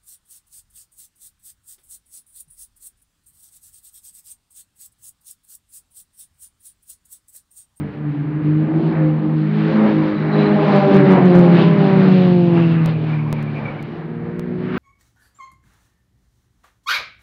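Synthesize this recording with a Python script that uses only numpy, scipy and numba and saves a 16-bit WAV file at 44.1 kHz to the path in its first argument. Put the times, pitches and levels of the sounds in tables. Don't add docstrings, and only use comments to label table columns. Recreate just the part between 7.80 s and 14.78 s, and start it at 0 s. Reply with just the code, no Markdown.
import sys
import numpy as np
from scipy import signal
from scipy.fft import rfft, irfft
from scipy.io import wavfile
from scipy.ndimage import uniform_filter1d
from numba import njit

SR = 44100
rng = np.random.default_rng(int(sys.argv[2]) if len(sys.argv) > 2 else 0)


def wrap_up_sound(samples):
    columns = np.atleast_2d(samples).T
    tamed = np.clip(columns, -1, 1)
    steps = np.round(tamed * 32767).astype(np.int16)
    wavfile.write(sys.argv[1], SR, steps)


N = 307818
T = np.arange(N) / SR


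def undb(db):
    return 10 ** (np.asarray(db) / 20)


def unit(x):
    return x / np.sqrt(np.mean(x ** 2))


def columns(table):
    times, *values = np.transpose(table)
    since_start = T - times[0] + (times[0] < .05)
    until_end = times[-1] - T + (times[-1] > T[-1] - .05)
    gate = np.clip(np.minimum(since_start, until_end) / .1, 0, 1)
    return gate, [np.interp(T, times, column) for column in values]


def walk(rate):
    hold = max(int(SR / rate), 2)
    stairs = np.repeat(rng.standard_normal(N // hold + 1), hold)
    smooth = uniform_filter1d(uniform_filter1d(stairs, hold), hold)
    return 1.42 * smooth[:N]


def coloured(spectrum, swell_db, flicker_db):
    hz, db = np.transpose(spectrum)
    f = np.maximum(np.fft.rfftfreq(N, 1 / SR), 1)
    shape_db = np.interp(np.log(f), np.log(hz), db, -90, -90)
    noise = rfft(rng.standard_normal(N)) * undb(shape_db)
    swell = swell_db * walk(16)
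    out = 0
    for octave in np.arange(np.floor(np.log2(hz[0])), np.log2(hz[-1]) + .5, .5):
        share = np.clip(1 - 2 * abs(np.log2(f) - octave), 0, 1)
        band = irfft(noise * share, N)
        out = out + undb(swell + flicker_db * walk(9)) * band
    return unit(out)


def hum():
    HUM_HZ, HUM_DB = 116, -41.5
    return undb(HUM_DB + 2.5 * walk(1.7)) * np.sin(2 * np.pi * HUM_HZ * T)


# (time [s], body level [dB], rush level [dB], hiss level [dB])
CALM_ROAR = [(0.0, -40, -47, -55), (0.5, -41.5, -44.5, -57), (0.8, -33.5, -40.5, -53.5),
             (1.48, -33.5, -45, -51.5), (1.7, -34, -38, -46), (1.82, -32.5, -35, -41.5),
             (2.36, -29, -36.5, -45.5), (2.76, -25, -32.5, -37.5), (3.1, -25.5, -29.5, -38.5),
             (3.5, -25, -33, -37.5), (4.0, -26.5, -34.5, -40.5), (4.45, -29.5, -36.5, -38.5),
             (4.68, -31, -42, -42), (4.95, -30.5, -35, -44.5), (5.2, -34, -44.5, -50),
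             (5.75, -35, -47.5, -56), (6.1, -39.5, -46, -57), (6.72, -42, -46, -57.5),
             (6.85, -40, -40.5, -53.5), (6.98, -33, -31.5, -40.5)]
# (time of peak [s], length [s], body change [dB], rush change [dB], hiss change [dB])
GUST_SWELLS = [(1.03, 0.14, 3, -2.5, 0.5), (1.19, .2, 0, 6.5, 1), (2.06, 0.28, 9.5, 4.5, 2.5),
               (2.6, 0.19, 6.5, 3.5, 1), (2.92, 0.15, 3.5, 2.5, 0.5), (3.35, 0.12, 8.5, 4.5, 1.5),
               (3.56, .08, 3, 4, 0), (3.79, 0.15, 5, 7.5, 10), (4.141, 0.26, 5.5, 4.5, 3.5),
               (4.78, .1, 6.5, 7.5, 4), (4.92, .12, -0.5, -0.5, 4.5), (5.09, 0.089, 6, 3.5, 4.5),
               (5.32, .12, 3, 6.5, 8.5), (5.616, .1, 0.5, 6.5, 4.5), (5.87, 0.26, 4.5, 8.5, 8),
               (6.48, .1, 6.5, 2, -2)]
# (frequency [Hz], level per Hz [dB])
RUMBLE_COLOUR = [(22, -12.5), (45, -10), (90, -1.5), (160, -0.5), (300, -2), (450, -2), (650, -27.5)]
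BODY_COLOUR = [(70, -21), (120, -14.5), (200, 4.5), (400, -1), (800, -3), (1200, -8.5), (1800, -37.5)]
RUSH_COLOUR = [(800, -14.5), (1200, -2), (1700, -1.5), (2300, -6.5), (3000, -24)]
HISS_COLOUR = [(1700, -20), (2400, -0.5), (2900, 0), (3300, -5), (4100, -7.5), (4700, -14), (5400, -24),
               (7000, -39), (9000, -62.5)]


def roar(beat):
    _, calm_db = columns(CALM_ROAR)
    level_db = np.array(calm_db)
    for peak_s, length_s, *change_db in GUST_SWELLS:
        bump = np.exp(-(2 * (T - peak_s) / length_s) ** 2)
        level_db = level_db + np.outer(change_db, bump)
    body_db, rush_db, hiss_db = level_db
    rumble_db = -36 + 0.14 * (body_db + 32)
    rumble = undb(rumble_db) * coloured(RUMBLE_COLOUR, swell_db=0.5, flicker_db=3.0)
    body = undb(body_db) * coloured(BODY_COLOUR, swell_db=1.25, flicker_db=1.83)
    rush = undb(rush_db) * coloured(RUSH_COLOUR, swell_db=0.97, flicker_db=-0.4)
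    hiss = undb(hiss_db) * coloured(HISS_COLOUR, swell_db=1.96, flicker_db=1.0)
    throb = 1 + 0.23 * np.tanh(8 * beat)
    return rumble + body + (rush + hiss) * throb


# (time [s], step size [dB])
TICK_STEPS = [(4.9267, -37.5), (5.0604, -12.5), (5.528, -11), (5.628, -26.5), (6.0275, -25.5),
              (6.5955, -19)]


def ticks():
    RECOVERY_S = 0.00094
    steps = np.zeros(N)
    for s, db in TICK_STEPS:
        steps[int(s * SR)] = -undb(db)
    return signal.lfilter([1], [1, -np.exp(-1 / (RECOVERY_S * SR))], steps)


@njit
def svf(x, hz, width):
    y, band, low = np.empty(len(x)), 0., 0.
    for i in range(len(x)):
        g, k = np.tan(np.pi * hz[i] / SR), width / hz[i]
        v = (band + g * (x[i] - low)) / (1 + g * (g + k))
        band, low, y[i] = 2 * v - band, low + 2 * g * v, k * v
    return y


# (time [s], centre frequency [Hz], level [dB])
WHISTLE_STRETCHES = [
    [(2.3, 3914, -58), (2.6, 3989, -48), (2.85, 4088, -56)],
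    [(4.65, 2657, -48), (4.76, 2680, -42.5), (4.9, 2700, -41.5), (5.2, 2390, -48.5), (5.35, 2342, -44.5),
     (5.5, 2330, -49.5), (5.87, 2347, -46), (6.15, 2178, -56)],
]
# (time of peak [s], pitch at peak [Hz], peak level [dB])
WHISTLE_PIPS = [(2.36, 3975, -45), (2.38, 3950, -42), (2.59, 3943, -35), (2.613, 3950, -37),
                (2.668, 4070, -34), (4.92, 2690, -33.5), (5.305, 2240, -34), (5.338, 2360, -30),
                (5.395, 2230, -35), (5.572, 2298, -38), (5.593, 2237, -39), (5.68, 2320, -37),
                (5.86, 2316, -26.5), (5.887, 2291, -27), (5.996, 2260, -33)]


def whistle():
    WIDTH_HZ, PIP_S = 380., 0.015
    out = 0
    for table in WHISTLE_STRETCHES:
        gate, (hz, db) = columns(table)
        air = svf(rng.standard_normal(N), hz, WIDTH_HZ)
        air = svf(air, hz, WIDTH_HZ)
        out = out + gate * undb(db + 3.0 * walk(40)) * unit(air)
    for s, hz, db in WHISTLE_PIPS:
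        t = T - s
        envelope = np.exp(-(2 * t / PIP_S) ** 2)
        out = out + undb(db) * envelope * np.sin(2 * np.pi * hz * t * (1 - 1.2 * t))
    return out


def order_of(multiple):
    return round(2 * multiple) / 2


def stack(turn, multiple, levels_db, fall_db, count):
    out = 0
    for k in range(1, count + 1):
        beyond = max(k - len(levels_db), 0)
        level = levels_db[k - 1 - beyond] + fall_db * beyond ** 1.1
        shake = .11 * k * walk(24)
        flicker_db = 0.92 * k ** 0.88 * walk(11)
        out = out - undb(level + flicker_db) * np.cos(k * multiple * turn + shake)
    return np.sqrt(2) * out


# (multiple of shaft rate, level against the mean dB of firing tone and octave [dB])
UNEVEN_PIPES = [(2, -25.5), (2.5, -26.5), (3.5, -30), (4.5, -8.5), (5, -14), (5.5, -22), (7, -12),
                (10, -9.5)]


def plane(table, octave_db):
    PASSED_HZ, OCTAVE_DB_PER_HZ = 44.5, 1.16
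    gate, (shaft_hz, fire, blade, fall) = columns(table)
    octave_gain_db = OCTAVE_DB_PER_HZ * np.maximum(PASSED_HZ - shaft_hz, 0)
    fire_db = [fire, fire + octave_db + octave_gain_db]
    blade_db = [blade, blade + fall, blade + 2.4 * fall]
    turn = 2 * np.pi * (np.cumsum(shaft_hz) / SR + rng.random())
    exhaust = stack(turn, order_of(3), fire_db, fall_db=-24, count=3)
    blades = stack(turn, order_of(4), blade_db, fall_db=-4.0 + .45 * fall, count=7)
    near_db = np.minimum(blade_db[0] + 26.5, 0)
    for multiple, share_db in UNEVEN_PIPES:
        far_db = .012 * multiple * multiple * near_db
        level = np.mean(fire_db, axis=0) + share_db + far_db + 4.2 * walk(7.6)
        exhaust += undb(level) * np.cos(order_of(multiple) * turn + 2 * np.pi * rng.random())
    beat = gate * undb(blade_db[1]) * np.cos(order_of(4) * turn)
    return gate * (exhaust + blades), beat


# (time [s], shaft rate [Hz], firing tone level [dB],
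# blade tone level [dB], step from blade tone to its first overtone [dB])
FIRST_PLANE = [(0.0, 49.36, -25.5, -47, -17), (0.15, 49, -42, -39, -5), (0.32, 48.1, -24.5, -49, -7),
               (0.501, 45.6, -31, -46, -8), (0.7, 50.19, -20.5, -33, -9), (0.85, 52.94, -23, -31.5, -10),
               (1.07, 55.2, -19, -31, -10), (1.248, 51.55, -18, -32, -17), (1.42, 50.66, -24, -28, -20),
               (1.65, 51.3, -27.5, -28.5, -13), (1.899, 53.94, -21, -18.5, -13),
               (2.048, 53.76, -24.5, -16, -12), (2.199, 52.27, -15, -33, -8),
               (2.401, 50.9, -25.5, -26.5, -7), (2.6, 51.69, -29, -23, -3), (2.85, 49.84, -27.5, -23, -4),
               (3.05, 48.6, -22.5, -17.5, -3), (3.301, 46.28, -23.5, -15.5, -6),
               (3.55, 44.3, -27.5, -10, -5.5), (3.85, 41.85, -38.5, -12.5, -10.5),
               (4.3, 38.7, -34.5, -18.5, -17), (4.8, 36.74, -35.5, -26, -9.5), (5.3, 35.53, -44.5, -35, 0)]
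SECOND_PLANE = [(0.0, 50.58, -55, -32, -18.5), (0.2, 49.8, -26, -42, -12), (0.6, 51.0, -22, -43.5, -6.5),
                (0.999, 51.3, -21.5, -38, -5.5), (1.15, 51.62, -23, -36.5, -8),
                (1.5, 51.98, -20, -32, -11.5), (1.8, 52.19, -26.5, -24, -19),
                (2.001, 53.36, -21, -16.5, -11), (2.3, 51.87, -22, -30.5, -13.5),
                (2.552, 52.52, -26.5, -27.5, -13), (2.8, 53.02, -25, -26, -3), (3.1, 52.8, -27.5, -31, -3),
                (3.4, 52.8, -24, -29.5, -5), (3.701, 50.6, -23, -21.5, -2), (3.95, 50.34, -21, -16.5, -6.5),
                (4.1, 48.35, -26.5, -16.5, -4.5), (4.249, 47.24, -23.5, -10.5, -7.5),
                (4.5, 44.84, -26, -11.5, -7), (4.75, 42.42, -27, -12.5, -6.5),
                (5.2, 39.07, -33, -19, -13.5), (5.65, 37, -33.5, -23, -15.5),
                (6.15, 35.9, -45.5, -39.5, -4)]
THIRD_PLANE = [(2.499, 51.1, -15.5, -35, -1), (2.75, 51.62, -22, -19, -5.5), (2.95, 50.11, -27, -21, -2),
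               (3.149, 49.3, -21.5, -17, -2.5), (3.35, 47.48, -20.5, -17, -3),
               (3.5, 46.78, -26.5, -17, -9.5), (3.651, 45, -28, -25, -1.5), (3.85, 43.75, -28, -20.5, -10),
               (4.4, 39.34, -34.5, -29, -13)]
CLIMBING_PLANE = [(5.9, 58.35, -46, -34, -12), (6.1, 57.6, -38.5, -40.5, -7),
                  (6.499, 58.44, -32.5, -28.5, -9), (6.749, 60.74, -28.5, -35, -11),
                  (6.98, 61.74, -27, -29, -9)]
DISTANT_PLANE = [(5.7, 39.5, -39, -37, -17), (6.0, 38.97, -47, -36.5, -13), (6.3, 39.36, -45, -30, -13.5),
                 (6.98, 39.22, -36, -31.5, -7)]
PLANE_OCTAVES = (-3.5, -5, -2.5, -1.5, -3)


def planes():
    tables = (FIRST_PLANE, SECOND_PLANE, THIRD_PLANE, CLIMBING_PLANE, DISTANT_PLANE)
    return sum(np.array(plane(table, octave_db)) for table, octave_db in zip(tables, PLANE_OCTAVES))


def scene():
    engines, beat = planes()
    return (hum() + roar(beat) + ticks() + whistle() + engines)[None]


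def record(dry):
    FLOOR_DB, TOP_HZ = -79, 15800
    wet = np.clip(dry, -1, 1) + undb(FLOOR_DB) * rng.standard_normal(dry.shape)
    top_cut = signal.ellip(8, .1, 40, TOP_HZ, fs=SR, output="sos")
    return np.clip(signal.sosfiltfilt(top_cut, wet), -1, 1)


dry = scene()
out = record(dry)
wrap_up_sound(out)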